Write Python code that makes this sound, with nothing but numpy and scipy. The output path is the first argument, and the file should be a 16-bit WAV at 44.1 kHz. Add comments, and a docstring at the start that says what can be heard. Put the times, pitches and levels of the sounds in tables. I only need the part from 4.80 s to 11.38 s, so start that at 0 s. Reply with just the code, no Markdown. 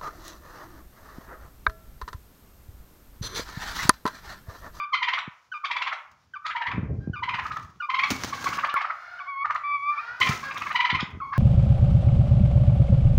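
"""A turkey yelps, then gobbles, close to a hand-held microphone on the slab floor of a farm shed.
Each gobble is a string of notes, raspy where the voice membrane slams shut; the early ones open with
a falling yelp. The turkeys also whine; other fowl call farther off, mostly as echo. Wings beat and
rustle in two bouts, and one sharp click sounds without echo. Low thumps and buffeting air reach the
microphone over faint hiss."""
import sys
import numpy as np
from scipy import signal
from scipy.fft import rfft, irfft, next_fast_len
from scipy.io import wavfile
from scipy.ndimage import map_coordinates

SR = 44100
rng = np.random.default_rng(int(sys.argv[2]) if len(sys.argv) > 2 else 0)


def persist_wave(psi):
    """Save psi, clipped to +-1, as 16-bit WAV."""
    counts = np.round(np.clip(psi, -1, 1) * 32767).astype(np.int16)
    wavfile.write(sys.argv[1], SR, np.atleast_2d(counts).T)


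N = 290178

# Levels are relative; each source adds its own gain.
# gobbles: first t/s, last t/s, hurry (stretch of the early gaps), level/dB, level change/dB, f/Hz,
# last f/Hz, overtones/dB, overtone change/dB, rasp/0-1, beak tilt/(dB/oct)
GOBBLES = [(0.225, .381, .14, -24.5, -2, 988, 1273, 3, 2, 0.36, 1.5),
           (0.909, 1.124, .03, -29, 0.5, 990.7, 1266, 3.5, 2, 0.61, 1.5),
           (1.759, 1.914, .1, -25, -6.5, 953.6, 1095, -2.5, 9.5, 0.49, -3),
           (2.432, 2.589, .09, -24.5, -3, 998, 1074, -3, 5, 0.54, -1.5),
           (3.098, 3.235, 0, -22, -1, 1064, 1114, -6, 12.5, 0.39, -1),
           (3.728, 3.843, .05, -27.5, 8, 1190, 1250, -8, -5, 0.67, -8),
           (3.965, 4.009, 0, -19.5, -7, 1160, 1187, -5.5, 3.5, 0.67, -9.5),
           (5.414, 5.516, .1, -22, -5, 1048, 1273, 6.5, -8.5, 0.4, -1.5),
           (5.71, 5.911, .17, -32.5, 6.5, 1180, 1239, -1, -5, 0.7, -9.5),
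           (5.955, 6.198, -.06, -19.5, -7.5, 992, 1253, 0, 8, 0.26, 0)]
# dull, hoarse runs of a second bird: first t/s, last t/s, level/dB, f/Hz, overtones/dB
MUTTERS = [(2.66, 2.767, -26.5, 1258, -17.5), (4.048, 4.104, -23, 1283, -28.5),
           (4.652, 4.756, -20, 1205, -22.5)]
# single notes: t/s, level/dB, f/Hz, width/s, overtones/dB, rasp/0-1
CLUCKS = [(0.14, -22, 1064, 0.018, -1, .24), (0.847, -25, 1134, 0.011, -3.5, 0.59),
          (1.658, -26.5, 1266, 0.012, -8.5, 0.76), (1.698, -29.5, 1278, 0.031, -18, 0.68),
          (3.262, -25, 1168, 0.0073, -10, .55), (3.532, -25, 1133, 0.007, -8, 0.6),
          (3.668, -20.5, 1140, 0.011, -10.5, 0.6), (3.892, -28, 1182, 0.008, -5.5, 0.36),
          (5.637, -31, 1133, 0.008, -7.5, 0.7), (6.532, -24.5, 1110, 0.0088, -18.5, 0.7)]
# turkey throat response above the fundamental: f/Hz, level/dB
THROAT = [(400, -37.5), (750, 7.5), (1300, 21), (1700, 9), (2250, 8), (2700, -17), (3050, 6), (3500, -12.5),
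          (4100, -6), (5000, -19), (6600, -28.5), (8000, -74.5), (15000, -57)]
# yelps: t/s, level/dB, high f/Hz, low f/Hz, time to break/s, length/s, overtones/dB
YELPS = [(-.03, -27.5, 1575, 1178, 0.01711, 0.083, 0), (0.716, -30.5, 1532, 1202, .023, 0.067, -2),
         (1.535, -32, 1560, 1170, .019, 0.043, -5.5), (2.332, -33, 1505, 1184, 0.026, 0.07, -0.5),
         (3, -28.5, 1482, 1200, 0.0197, 0.063, -2), (4.386, -32, 1525, 1128, 0.012, 0.041, -1.5),
         (6.4, -30, 1302, 1099, 0.012, 0.11, -12.5), (6.517, -32.5, 1182, 1069, 0.0062, 0.092, -10)]
# whines, one curve each: t/s, f/Hz, level/dB
WHINES = [
    [(4.45, 1100, -69), (4.466, 1062, -44), (4.49, 1138, -33.5), (4.542, 1093, -39), (4.64, 1116, -29)],
    [(4.83, 1040, -47), (4.842, 1164, -33.5), (4.958, 1154, -26), (4.988, 1118, -39), (5.102, 1181, -25.5),
     (5.164, 1164, -48), (5.18, 1147, -29), (5.198, 1254, -31.5), (5.22, 1164, -50)],
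]
# overtones of yelps and whines: harmonic number, level/dB
WHISTLE_OVERTONES = [(2, -1), (3, -22), (4, -27), (5, -47.5)]
# feather rustles: t/s, level/dB, rise/s, hold/s, fall/s
RUSTLES = [(2.416, -68, 0.24, 0.11, 0.27), (3.102, -53, 0.25, 0.37, .19), (5.389, -50, 0.077, 0.06, 0.23),
           (5.681, -59, 0.088, 0.091, 0.3)]
# wing strokes, flicks and scuffs: t/s, level/dB, t60/s
FLAPS = [(1.315, -51.5, 0.033), (3.304, -18.5, 0.082), (3.436, -19, 0.022), (3.642, -25.5, 0.052),
         (4.748, -42.5, 0.029), (5.03, -58.5, 0.037), (5.1, -59, .04), (5.402, -30.5, 0.14),
         (5.443, -36.5, 0.22), (5.49, -23.5, 0.07), (6.305, -54, .05)]
# air pushed by full downstrokes: t/s, level/dB, f/Hz, t60/s
DOWNSTROKES = [(3.302, -23, 261, 0.21), (5.493, -15, 134, 0.07)]
# feather friction spectrum: f/Hz, level/dB
FEATHERS = [(40, -3), (120, 5.5), (270, 0), (480, -8), (1300, -1), (2500, -9.5), (4000, -9), (6400, -9),
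            (8000, -22.5), (12500, -28), (15300, -21.5)]
# click in the signal: t/s, level/dB, ring f/Hz, t60/s
SIGNAL_CLICK = [(3.9415, -16.5, 1374, 0.065)]
# thumps on the microphone: t/s, level/dB, nominal f/Hz
THUMPS = [(0.477, -30, 125), (1.98, -18.5, 127), (2.031, -18, 81), (2.274, -21, 141), (2.297, -18, 81),
          (6.128, -24, 109), (6.147, -23, 78.5), (6.228, -20.5, 119), (6.372, -30.5, 103)]
# gusts: t/s, level/dB, rise/s, hold/s, fall/s
BUFFETS = [(1.87, -28, 0.097, 0.16, 0.34), (2.421, -42, 0.091, 0.22, 0.28), (6.104, -36, 0.063, 0.064, 0.4)]
# spectrum of air pushing on the microphone: f/Hz, level/dB
RUMBLE = [(18, -51), (30, -12.5), (70, 6), (129, 4.5), (205, -6.5), (249, -7.5), (332, -13), (501, -18.5),
          (800, -29.5), (1040, -64), (1760, -120)]
# far fowl calls: t/s, length/s, first f/Hz, last f/Hz, level/dB
FAR_CALLS = [(2.194, 0.085, 796, 804, -60), (3.54, 0.59, 528.8, 604, -41), (4.139, 0.34, 696, 740.7, -43),
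             (5.111, .29, 438.5, 503, -40), (5.623, 0.081, 550.3, 540, -36.5),
             (6.525, 0.056, 524, 569, -38.5)]
# far fowl throat response: f/Hz, level/dB
FAR_THROAT = [(400, -33.5), (720, -5), (1000, -7), (1450, 6), (2000, -6.5), (3000, -20.5), (5000, -20),
              (8000, -50)]
# yard hiss envelope: t/s, level/dB
HISS_LEVELS = [(0, -72), (.7, -66), (1.3, -67.5), (2.2, -73), (2.9, -69), (4.2, -61.5), (4.55, -71),
               (5.25, -62), (6.45, -68)]
# yard hiss spectrum: f/Hz, level/dB
HISS_SPECTRUM = [(30, -20.5), (300, -8), (1000, 2.5), (4000, -7), (5400, -5), (6800, -9), (8000, -21.5),
                 (15000, -23.5)]
# shed reverberation: f/Hz, t60/s
SHED_T60 = [(200, 0.82), (1000, 0.51), (2500, 0.4), (5000, 0.22), (10000, 0.35)]


def gobbles(fall=.14, climb=0.368, jitter=0.0874, flutter=0.35, lag_s=0.0068):
    """Each note scoops down in pitch; as it climbs the membrane slams shut, bright and raspy."""
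    out, t = np.zeros(N), clock(.08) - .04
    closing = 1 + np.tanh((t - .003) / .003)
    for at_s, db, hz, width_s, overtones_db, rasp, tilt_db_oct in notes():
        rasp = np.clip(rasp, 0, 1)
        rough = rasp * (closing + rasp ** 2)
        depths = np.array([fall, climb]) * rng.uniform(.2, 1.6, size=2)
        scoop = .98 + np.where(t < 0, *depths) * (1 - bell(t, 0, 0.01224))
        # a wider beak lets the high overtones out
        throat = [(f, level + tilt_db_oct * np.clip(np.log2(f / 2000), -1, 1)) for f, level in THROAT]
        phase = phase_of(hz * scoop * (1 + jitter * rough * wobble(t, 800)))
        body = bell(t, 0, width_s)
        tone = np.sin(phase) * (body + amp(-24) * bell(t, -0.032, 0.0085))
        # alternating strong and weak cycles add half-order lines
        halves = amp(-7) * rasp * rough * (0.17 * np.sin(phase / 2) + np.sin(3 * phase / 2)) * body
        stack = harmonics(throat, hz * np.maximum(scoop, .95), phase, range(2, 9))
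        shake = 1 + flutter * rough * wobble(t, 450)
        # air passes the membrane once a cycle
        hiss = amp(-6) * rough * noise(throat, len(t)) * (1 + np.cos(phase))
        burst = bell(t, lag_s, 0.88 * width_s)
        clean = amp(-4) * (1 - rasp) * bell(t, 0.006, width_s)
        bright = unit((stack * shake + hiss) * burst + stack * clean) * np.sqrt(np.mean(burst ** 2))
        add(out, at_s + t[0], shed(amp(db + 2) * (tone + halves), wet_db=-7))
        add(out, at_s + t[0], shed(amp(db - 1 + overtones_db) * bright, wet_db=-2))
    return highpass(out, order=7, cut_hz=640)  # a small beak radiates no bass


def notes(leap_power=4.9, dull_db_oct=26.5, tiring_rasp=0.16):
    """Gobble, mutter and cluck notes: t/s, level/dB, f/Hz, width/s, overtones/dB, rasp, tilt/(dB/oct)."""
    for first_s, last_s, hurry, db, change_db, hz, last_hz, over_db, opening_db, rasp, tilt in GOBBLES:
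        for u in progress(first_s, last_s):
            at_s = first_s + (last_s - first_s) * (u + hurry * u * (1 - u))
            # pitch holds, then breaks upwards, duller and raspier
            leap_oct = np.log2(last_hz / hz) * u ** leap_power
            overtones_db = over_db + opening_db * u - dull_db_oct * leap_oct
            note_rasp = rasp + tiring_rasp * u + leap_oct
            yield at_s, db + change_db * u, hz * 2 ** leap_oct, 0.0097, overtones_db, note_rasp, tilt
    for first_s, last_s, db, hz, overtones_db in MUTTERS:
        for u in progress(first_s, last_s):
            yield first_s + (last_s - first_s) * u, db, hz, 0.008, overtones_db, 0.76, 7
    for row in CLUCKS:
        yield *row, 2.5


def yelps(sag_per_s=1.7, droop_db=-4, catch_db=-5, gain_db=2):
    """A sagging whistle flips to the low register, catching and turning hoarse at the break."""
    out = np.zeros(N)
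    for at_s, db, high_hz, low_hz, break_s, length_s, overtones_db in YELPS:
        t, gate, fall_db = curves([(0, 0), (length_s, droop_db)], fade_s=0.0064)
        low = (1 + np.tanh((t - break_s) / .004)) / 2
        pitch_hz = (1 - low) * high_hz * (1 - sag_per_s * t) + low * low_hz
        fundamental, upper = whistle(t, pitch_hz, jitter=.013, step_db=2)
        voice = fundamental + amp(overtones_db - 8.6 * (1.5 - low)) * upper
        rough = 0.15 + 0.17 * np.exp(-((t - break_s) / .015) ** 2)
        voice *= 1 + rough * wobble(t, 600)
        fall_db += catch_db * 4 * low * (1 - low)
        add(out, at_s, shed(amp(db + gain_db + fall_db) * gate * voice, wet_db=-10))
    return out


def whines(gain_db=4.5, overtones_db=-5, rough=0.047):
    """Long, slightly wavering whistles."""
    out = np.zeros(N)
    for rows in WHINES:
        t, gate, pitch_hz, db = curves(rows)
        fundamental, upper = whistle(t, pitch_hz, jitter=0.0056, step_db=-2.5)
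        voice = (fundamental + amp(overtones_db) * upper) * (1 + rough * wobble(t, 560))
        add(out, t[0], shed(amp(db + gain_db) * gate * voice, wet_db=-12))
    return out


def whistle(t, pitch_hz, jitter, step_db):
    """Clean high voice: fundamental and overtones, the latter tilted by step_db per harmonic."""
    phase = phase_of(pitch_hz * (1 + jitter * wobble(t, 220)))
    flutter = 1 + .1 * wobble(t, 120)
    upper = sum(amp(db + step_db * (k - 2)) * np.sin(k * phase) for k, db in WHISTLE_OVERTONES)
    return flutter * np.sin(phase), flutter * upper


def wings(rustle_db=15, crackle_db=-7, flicks_per_s=70, flick_decay_s=.001):
    """Quills catch and flick free; strokes end in a slap, and full downstrokes push air."""
    out = np.zeros(N)
    for row in RUSTLES:
        t, gate, db = curves(swell(*row, depth_db=21), fade_s=.04)
        catches = unit(amp(wobble(t, 500) + 2.2 * wobble(t, 45)))
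        flicks = (rng.random(len(t)) < flicks_per_s / SR) * rng.exponential(size=len(t))
        crackle = unit(signal.lfilter([1], [1, -np.exp(-1 / (flick_decay_s * SR))], flicks))
        grain = unit(catches + amp(crackle_db) * crackle)
        add(out, t[0], amp(db + rustle_db) * gate * grain * noise(FEATHERS, len(t)))
    t = clock(.2)
    for at_s, db, t60_s in FLAPS:
        envelope = amp(db - 60 * t / t60_s) * (1 - np.exp(-t / 0.0002))
        add(out, at_s, shed(envelope * noise(FEATHERS, len(t)), wet_db=-9))
    for at_s, db, hz, t60_s in DOWNSTROKES:
        envelope = amp(db - 60 * t / t60_s) * (1 - np.exp(-t / 0.0031))
        add(out, at_s, envelope * np.sin(2 * np.pi * hz * t) * (1 + 0.64 * wobble(t, 200)))
    return out


def signal_click():
    """One sharp click from a jump in the signal, with a brief ring; no echo."""
    out, t = np.zeros(N), clock(0.055)
    edge = np.exp(-t * SR)
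    for at_s, db, hz, t60_s in SIGNAL_CLICK:
        ring = np.sin(2 * np.pi * hz * t) * amp(-60 * t / t60_s)
        add(out, at_s, amp(db) * (ring + edge))
    return out


def thumps(rise_s=0.0025, gain_db=1):
    """Dull pushes on the microphone, sharp at first, then slackening; no echo."""
    out, t = np.zeros(N), clock(.05)
    envelope = t / rise_s * np.exp(1 - t / rise_s)
    for at_s, db, hz in THUMPS:
        phase = phase_of(hz * (.8 + 1.6 * np.exp(-t / .004)))
        add(out, at_s, amp(db + gain_db) * envelope * np.sin(phase))
    return out


def buffets(gain_db=-2, lump_db=4.15):
    """Lumpy gusts of air at the microphone."""
    out = np.zeros(N)
    for row in BUFFETS:
        t, gate, db = curves(swell(*row, depth_db=17.5))
        gust = unit(amp(lump_db * wobble(t, 56)) * noise(RUMBLE, len(t)))
        add(out, t[0], amp(db + gain_db) * gate * gust)
    return out


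def far_fowl(gain_db=-3, swell_db=7):
    """Hoarse drawn-out calls, heard mostly through the shed's echo."""
    out = np.zeros(N)
    for at_s, length_s, first_hz, last_hz, peak_db in FAR_CALLS:
        t, gate, pitch_hz, from_middle = curves([(at_s, first_hz, -1), (at_s + length_s, last_hz, 1)])
        db = peak_db - swell_db * from_middle ** 2
        phase = phase_of(pitch_hz * (1 + 0.018 * wobble(t, 250)))
        voice = harmonics(FAR_THROAT, pitch_hz, phase, range(1, 14)) + 0.5 * noise(FAR_THROAT, len(t))
        add(out, t[0], shed(amp(db + gain_db) * gate * voice, wet_db=2))
    return out


def yard(gain_db=-2, murmur_db=-73):
    """Faint outdoor hiss over an uneven low murmur."""
    t = np.arange(N) / SR
    surge = amp(5 * wobble(t, 10))
    hiss_db = np.interp(t, *np.transpose(HISS_LEVELS)) + gain_db + 1.8 * wobble(t, 21)
    return amp(hiss_db) * noise(HISS_SPECTRUM, N) + amp(murmur_db) * surge * noise(RUMBLE, N)


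def shed(x, wet_db, early_db=-9, gap_s=.005):
    """Direct sound, six wall echoes and a tail, new each time because the birds keep moving."""
    hz, t, spectra = signal.stft(rng.standard_normal(SR * 3 // 5), SR, nperseg=256)
    decay = amp(-60 * t / at_hz(SHED_T60, hz)[:, None]) * (t > gap_s)
    tail = signal.istft(spectra * decay, SR, nperseg=256)[1]
    response = amp(wet_db) * tail / np.linalg.norm(tail)
    walls = (rng.uniform(0.0028, 0.018, size=6) * SR).astype(int)
    response[walls] += amp(wet_db + early_db) * rng.uniform(-1.12, 1, size=6)
    response[0] += 1
    return signal.fftconvolve(x, response)


def amp(db):
    """Decibels to gain."""
    return 10 ** (np.asarray(db) / 20)


def unit(x):
    """Scale to rms 1."""
    return x / np.sqrt(np.mean(x ** 2) + 1e-20)


def at_hz(points, hz):
    """Read (f/Hz, value) points on a log axis."""
    f, values = np.transpose(points)
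    return np.interp(np.log(hz + 1), np.log(f + 1), values)


def clock(length_s):
    """Sample times in s."""
    return np.arange(int(length_s * SR)) / SR


def phase_of(hz):
    """Running phase in rad."""
    return 2 * np.pi * np.cumsum(hz) / SR


def harmonics(throat, hz, phase, orders):
    """Harmonics weighted by a throat response, rms 1."""
    return unit(sum(amp(at_hz(throat, k * hz)) * np.sin(k * phase) for k in orders))


def add(track, at_s, x):
    """Mix x into the track from at_s."""
    i = round(at_s * SR)
    x = x[max(-i, 0):max(N - i, 0)]
    track[max(i, 0):max(i, 0) + len(x)] += x


def wobble(t, knots_per_s):
    """Smooth random curve."""
    knots = (t - t[0]) * knots_per_s
    return map_coordinates(rng.standard_normal(int(knots[-1]) + 4), [knots])


def noise(spectrum, size):
    """Coloured noise, rms 1."""
    n_fft = next_fast_len(size)
    gain = amp(at_hz(spectrum, np.fft.rfftfreq(n_fft, 1 / SR)))
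    return unit(irfft(rfft(rng.standard_normal(n_fft)) * gain, n_fft)[:size])


def bell(t, centre_s, width_s):
    """Round-topped pulse, down to 0.21 at width_s either side."""
    return np.exp(-np.pi / 2 * np.abs((t - centre_s) / width_s) ** 2.795)


def curves(rows, fade_s=0.0062):
    """Rows of (t/s, values...) to sample times, a soft gate and one curve per value column."""
    times_s, *columns = np.transpose(rows)
    t = times_s[0] + clock(times_s[-1] - times_s[0])
    gate = np.clip(np.minimum(t - t[0], t[-1] - t) / fade_s, 0, 1)
    return [t, gate] + [np.interp(t, times_s, column) for column in columns]


def swell(at_s, db, rise_s, hold_s, fall_s, depth_db):
    """Rise, hold and fall as (t/s, level/dB) points."""
    times_s = np.cumsum([at_s, rise_s, hold_s, fall_s])
    return list(zip(times_s, [db - depth_db, db, db, db - depth_db]))


def progress(first_s, last_s, gap_s=.051):
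    """Position 0-1 of each note in a run, about gap_s apart."""
    return np.linspace(0, 1, round((last_s - first_s) / gap_s) + 1)


def highpass(x, order, cut_hz):
    """Maximally flat bass cut."""
    return signal.sosfilt(signal.butter(order, cut_hz, "high", fs=SR, output="sos"), x)


def scene():
    """All sources at one microphone."""
    near = gobbles() + yelps() + whines()
    return (near + far_fowl() + wings() + signal_click() + thumps() + buffets() + yard())[None]


def record(dry, low_hz=55, top_hz=15700):
    """The recorder thins the deep bass and keeps nothing above top_hz."""
    n_fft = next_fast_len(N + SR // 2)
    spectrum = rfft(highpass(dry, order=2, cut_hz=low_hz), n_fft)
    in_band = np.fft.rfftfreq(n_fft, 1 / SR) < top_hz
    return irfft(spectrum * in_band, n_fft)[..., :N]


dry = scene()
out = record(dry)
persist_wave(out)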